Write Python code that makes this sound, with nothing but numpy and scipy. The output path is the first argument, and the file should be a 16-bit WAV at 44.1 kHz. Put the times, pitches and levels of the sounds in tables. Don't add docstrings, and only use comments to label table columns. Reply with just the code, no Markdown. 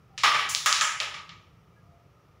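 import sys
import numpy as np
from scipy import signal
from scipy.fft import rfft, irfft
from scipy.io import wavfile
from scipy.ndimage import uniform_filter1d

SR = 44100
rng = np.random.default_rng(int(sys.argv[2]) if len(sys.argv) > 2 else 0)


def file_out(sig):
    cols = np.atleast_2d(sig).T
    lim = np.clip(cols, -1, 1)
    pcm = np.round(lim * 32767).astype(np.int16)
    wavfile.write(sys.argv[1], SR, pcm)


N = 105840
T = np.arange(N) / SR
HZ = np.maximum(np.fft.rfftfreq(N, 1 / SR), 1)


def from_db(db):
    return 10 ** (np.asarray(db) / 20)


def across(hz, values):
    return np.interp(np.log(HZ), np.log(hz), values)


def resonance(hz, width_hz):
    return 1 / (1 + (2 * (HZ - hz) / width_hz) ** 2)


def noise_spectrum(db_per_hz):
    return rfft(rng.standard_normal(N)) * np.sqrt(SR / 2) * from_db(db_per_hz)


def add(out, sound, start_s):
    start = round(start_s * SR)
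    out[start:] += sound[:N - start]


# frequency in Hz, level in dB per Hz.
RUMBLE_SPECTRUM = [(20, -110), (40, -99), (60, -81.5), (105, -77.5), (165, -78.5), (240, -95.5),
                   (420, -92.5), (850, -100), (1100, -100), (1245, -91), (1400, -100), (2400, -100),
                   (4200, -110), (5600, -108), (8000, -119), (15000, -118)]
# time in seconds, bass gain in dB.
BASS_SWELL = [(0, -1.5), (.3, 4), (.55, 1), (.75, -0.5), (1.2, 0.5), (1.72, -1.5), (1.87, 1), (2.05, -3),
              (2.4, -2.5)]

def rumble(bass_hz=220):
    noise = noise_spectrum(across(*np.transpose(RUMBLE_SPECTRUM)))
    swell = from_db(np.interp(T, *np.transpose(BASS_SWELL)))
    bass = irfft(noise * (HZ < bass_hz), N)
    hiss = irfft(noise * (HZ >= bass_hz), N)
    return swell * bass + hiss


# start in seconds, length in seconds, pitch in Hz, level in dB.
FAR_TONES = [(0.1, 0.069, 784, -60.5), (1.5, .17, 5700, -81), (1.61, .09, 3000, -74.5),
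             (1.7, .08, 2330, -72.5), (1.76, .06, 1667, -64.5), (1.85, 0.25, 687.5, -64),
             (2.13, .14, 5700, -82.5)]

def far_tones(width_hz=22):
    out = np.zeros(N)
    for start_s, length_s, hz, db in FAR_TONES:
        tone = irfft(noise_spectrum(0) * resonance(hz, width_hz), N)
        progress = np.clip((T - start_s) / length_s, 0, 1)
        envelope = np.sqrt(np.abs(np.sin(np.pi * progress)))
        out += from_db(db) * envelope * tone / tone.std()
    return out


def click(hz, spread=1.5, soften_hz=8000):
    band = signal.butter(2, [hz / spread, hz * spread], "band", fs=SR, output="sos")
    pulse = np.zeros(N)
    pulse[:256] = signal.sosfilt(band, signal.unit_impulse(256))
    pulse = signal.sosfilt(signal.butter(4, soften_hz, fs=SR, output="sos"), pulse)
    return pulse / np.abs(pulse).max()


# frequency in Hz, relative level in dB.
CLACK_SPECTRUM = [(120, -23.5), (290, -29.5), (450, -22.5), (700, -18.5), (900, -9), (1080, -7.5),
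                  (1450, -6.5), (2300, -4.5), (3300, -4), (4500, -9), (6000, -9), (7400, -10.5),
                  (8200, -23), (9600, -18), (11500, -30.5), (13500, -37), (15200, -27)]
# centre in Hz, width in Hz, lift in dB struck on the left, lift in dB struck on the right.
BOARD_RESONANCES = [(285.7, 170, -4.5, 8), (441, 35, 6, 5), (601, 60, 15, 7), (822, 34, 1.5, 7),
                    (1200, 98, 1.5, 15), (1282, 37, 12.5, 9.5), (1660, 90, 5.5, -5.5), (2035, 90, -1, 3.5),
                    (2300, 140, 1, 6.5), (2990, 100, -5, 1.5), (5340, 410, 2, 5.5)]

def clack_db(place):
    lift = 0
    for hz, width_hz, left_db, right_db in BOARD_RESONANCES:
        peak_power = from_db(left_db + place * (right_db - left_db)) ** 2
        lift += max(peak_power - 1, 0) * resonance(hz, width_hz) ** 2
    return across(*np.transpose(CLACK_SPECTRUM)) + 10 * np.log10(1 + lift)


# band centre in Hz, time to fall 60 dB in seconds.
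ROOM_DECAY = [(200, .9), (600, 0.59), (900, 0.74), (1250, 0.53), (1700, 0.7), (2500, 0.67), (4500, 0.54),
              (7500, 0.46), (11000, .55), (15000, .48)]

def room_ring(spectrum_db, hold_s=0.026, early_db=-8.5, early_s=0.012):
    centres_hz, t60s_s = np.transpose(ROOM_DECAY)
    wash = noise_spectrum(spectrum_db)
    age_s = np.hypot(T, hold_s) - hold_s
    tail = np.zeros(N)
    for weights, t60_s in zip(np.eye(len(centres_hz)), t60s_s):
        band = irfft(wash * across(centres_hz, weights), N)
        tail += band * from_db(-60 * age_s / t60_s)
    return tail * (1 + from_db(early_db) * np.exp(-T / early_s))


# pitch in Hz, dB over the blow's level struck on the left, the same struck on the right.
BOARD_MODES = [(441, -3, 3), (814, 0, 11), (1151, 16, 28), (1228, 25, 21), (1255, 27, 25), (1304, 23, 16),
               (1764, 21, 14), (1910, 9, 23), (1947, 9, 26), (2114, 16, 20), (2235, 11, 21), (2945, 18, 11),
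               (2980, 11, 20), (3011, 14, 21)]

def board_modes(place, blow_db, t60_s=0.6):
    t, out = T[:SR], np.zeros(SR)
    for hz, left_db, right_db in BOARD_MODES:
        phase = rng.random()
        db = left_db + place * (right_db - left_db) + rng.uniform(-2.5, -0.5)
        db += np.interp(hz, HZ, blow_db)
        out += from_db(db) * np.sin(2 * np.pi * (hz * t + phase))
    return np.pad(out * from_db(-60 * t / t60_s), (0, N - SR))


COLOUR_BANDS_HZ = [550, 1200, 2300, 4200, 7200, 12000]
# start in seconds, click level in dB, click pitch in Hz, ring level in dB, ring build-up in
# seconds, place on the board (0 left, 1 right), then thump, board, bite, treble and air gains in dB.
CONTACTS = [ (0.1781, -19.5, 3240, -69, .0004, 0.13, -3, -9, 3.5, 0, -5),
            (0.2345, -12.5, 3015, -51.5, .0005, 0.94, 3, 4, 0.5, -7.5, -5.5),
            (0.3440, -29, 2200, -56.5, 0.0016, 0.54, 2.5, 1, -9, -11, -13),
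            (0.3870, -30.5, 2486, -60.5, .002, 0.82, -0.5, -2.5, -3, -14, -7),
            (0.4898, -20.5, 4467, -77, 0.0037, .8, 4, -4.5, 9.5, 21.5, 24.5),
            (0.5490, -2.5, 4200, -70, 0.004, 0.098, -11, -4, 12.5, 10.5, 6),
            (0.66, -12.5, 6580, -55.5, .0004, 0.31, -3.5, 6, -0.5, 5, 1.5),
            (0.7272, -0.5, 4400, -61, .012, 0, -13.5, -0.5, 7, 6.5, -0.5),
            (0.811, -6.5, 4200, -55, 0.00034, 0, -8, 1.5, -7.5, 3.5, -5),
            (1.0020, -8, 3600, -62, 0.00064, 0.26, 4.5, -2.5, -0.5, -5.5, -6),
            (1.1407, -38.5, 2636, -74, 0.00059, 0.71, -4, 4, 0, -4.5, -10),
            (1.2931, -27, 3410, -78.5, 0.00055, 0.66, -6, -6.5, 0, -8.5, -35), ]

def discs(echo_count=8, echo_spread_s=0.017, echo_over_ring_db=34, low_cut_hz=300):
    out = np.zeros(N)
    for start_s, click_db, click_hz, ring_db, build_s, place, thump, board, *highs in CONTACTS:
        pulse = click(click_hz)
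        add(out, from_db(click_db) * pulse, start_s)
        blow_db = ring_db + across(COLOUR_BANDS_HZ, [thump, board, 0, *highs])
        ring = room_ring(clack_db(place) + blow_db) + board_modes(place, blow_db)
        add(out, ring * (1 - np.exp(-T / build_s)), start_s)
        for _ in range(echo_count):
            delay_s = rng.uniform(0, echo_spread_s)
            gain = from_db(ring_db + echo_over_ring_db) * rng.uniform(-1, 1)
            add(out, gain * pulse, start_s + delay_s)
    return signal.sosfilt(signal.butter(3, low_cut_hz, "high", fs=SR, output="sos"), out)


# start in seconds, level in dB.
CONTACT_SNAPS = [(0.2338, -37.5), (0.6602, -16), (1.002, -47.5)]

def snaps(low_cut_hz=14000, decay_s=0.00077):
    out = np.zeros(N)
    highpass = signal.butter(2, low_cut_hz, "high", fs=SR, output="sos")
    for start_s, db in CONTACT_SNAPS:
        fizz = signal.sosfilt(highpass, rng.standard_normal(N))
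        add(out, from_db(db) * fizz / fizz.std() * np.exp(-T / decay_s), start_s)
    return out


def scene():
    mid = discs() + snaps() + far_tones() + rumble()
    side = from_db(-24) * rumble()
    return np.array([mid + side, mid - side])


SUPPRESSOR_EDGES_HZ = [1400, 3000, 5000, 7700, 11000, 22000]

def record(dry):
    depth_db, knee_db, knee_width_db, cutoff_hz = 5.5, 16.5, 3, 15600
    out, spectrum = dry, rfft(dry)
    for low_hz, high_hz in zip(SUPPRESSOR_EDGES_HZ, SUPPRESSOR_EDGES_HZ[1:]):
        band = irfft(spectrum * ((HZ >= low_hz) & (HZ < high_hz)), N)
        power = uniform_filter1d(band[0] ** 2, size=900)
        level_db = 10 * np.log10(np.abs(power) + 1e-14)
        over_floor_db = level_db - np.percentile(level_db, 10)
        closed = 0.5 - 0.5 * np.tanh((over_floor_db - knee_db) / (2 * knee_width_db))
        out = out + band * (from_db(-depth_db * closed) - 1)
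    return signal.sosfilt(signal.ellip(10, 0.1, 80, cutoff_hz, fs=SR, output="sos"), out)


dry = scene()
out = record(dry)
file_out(out)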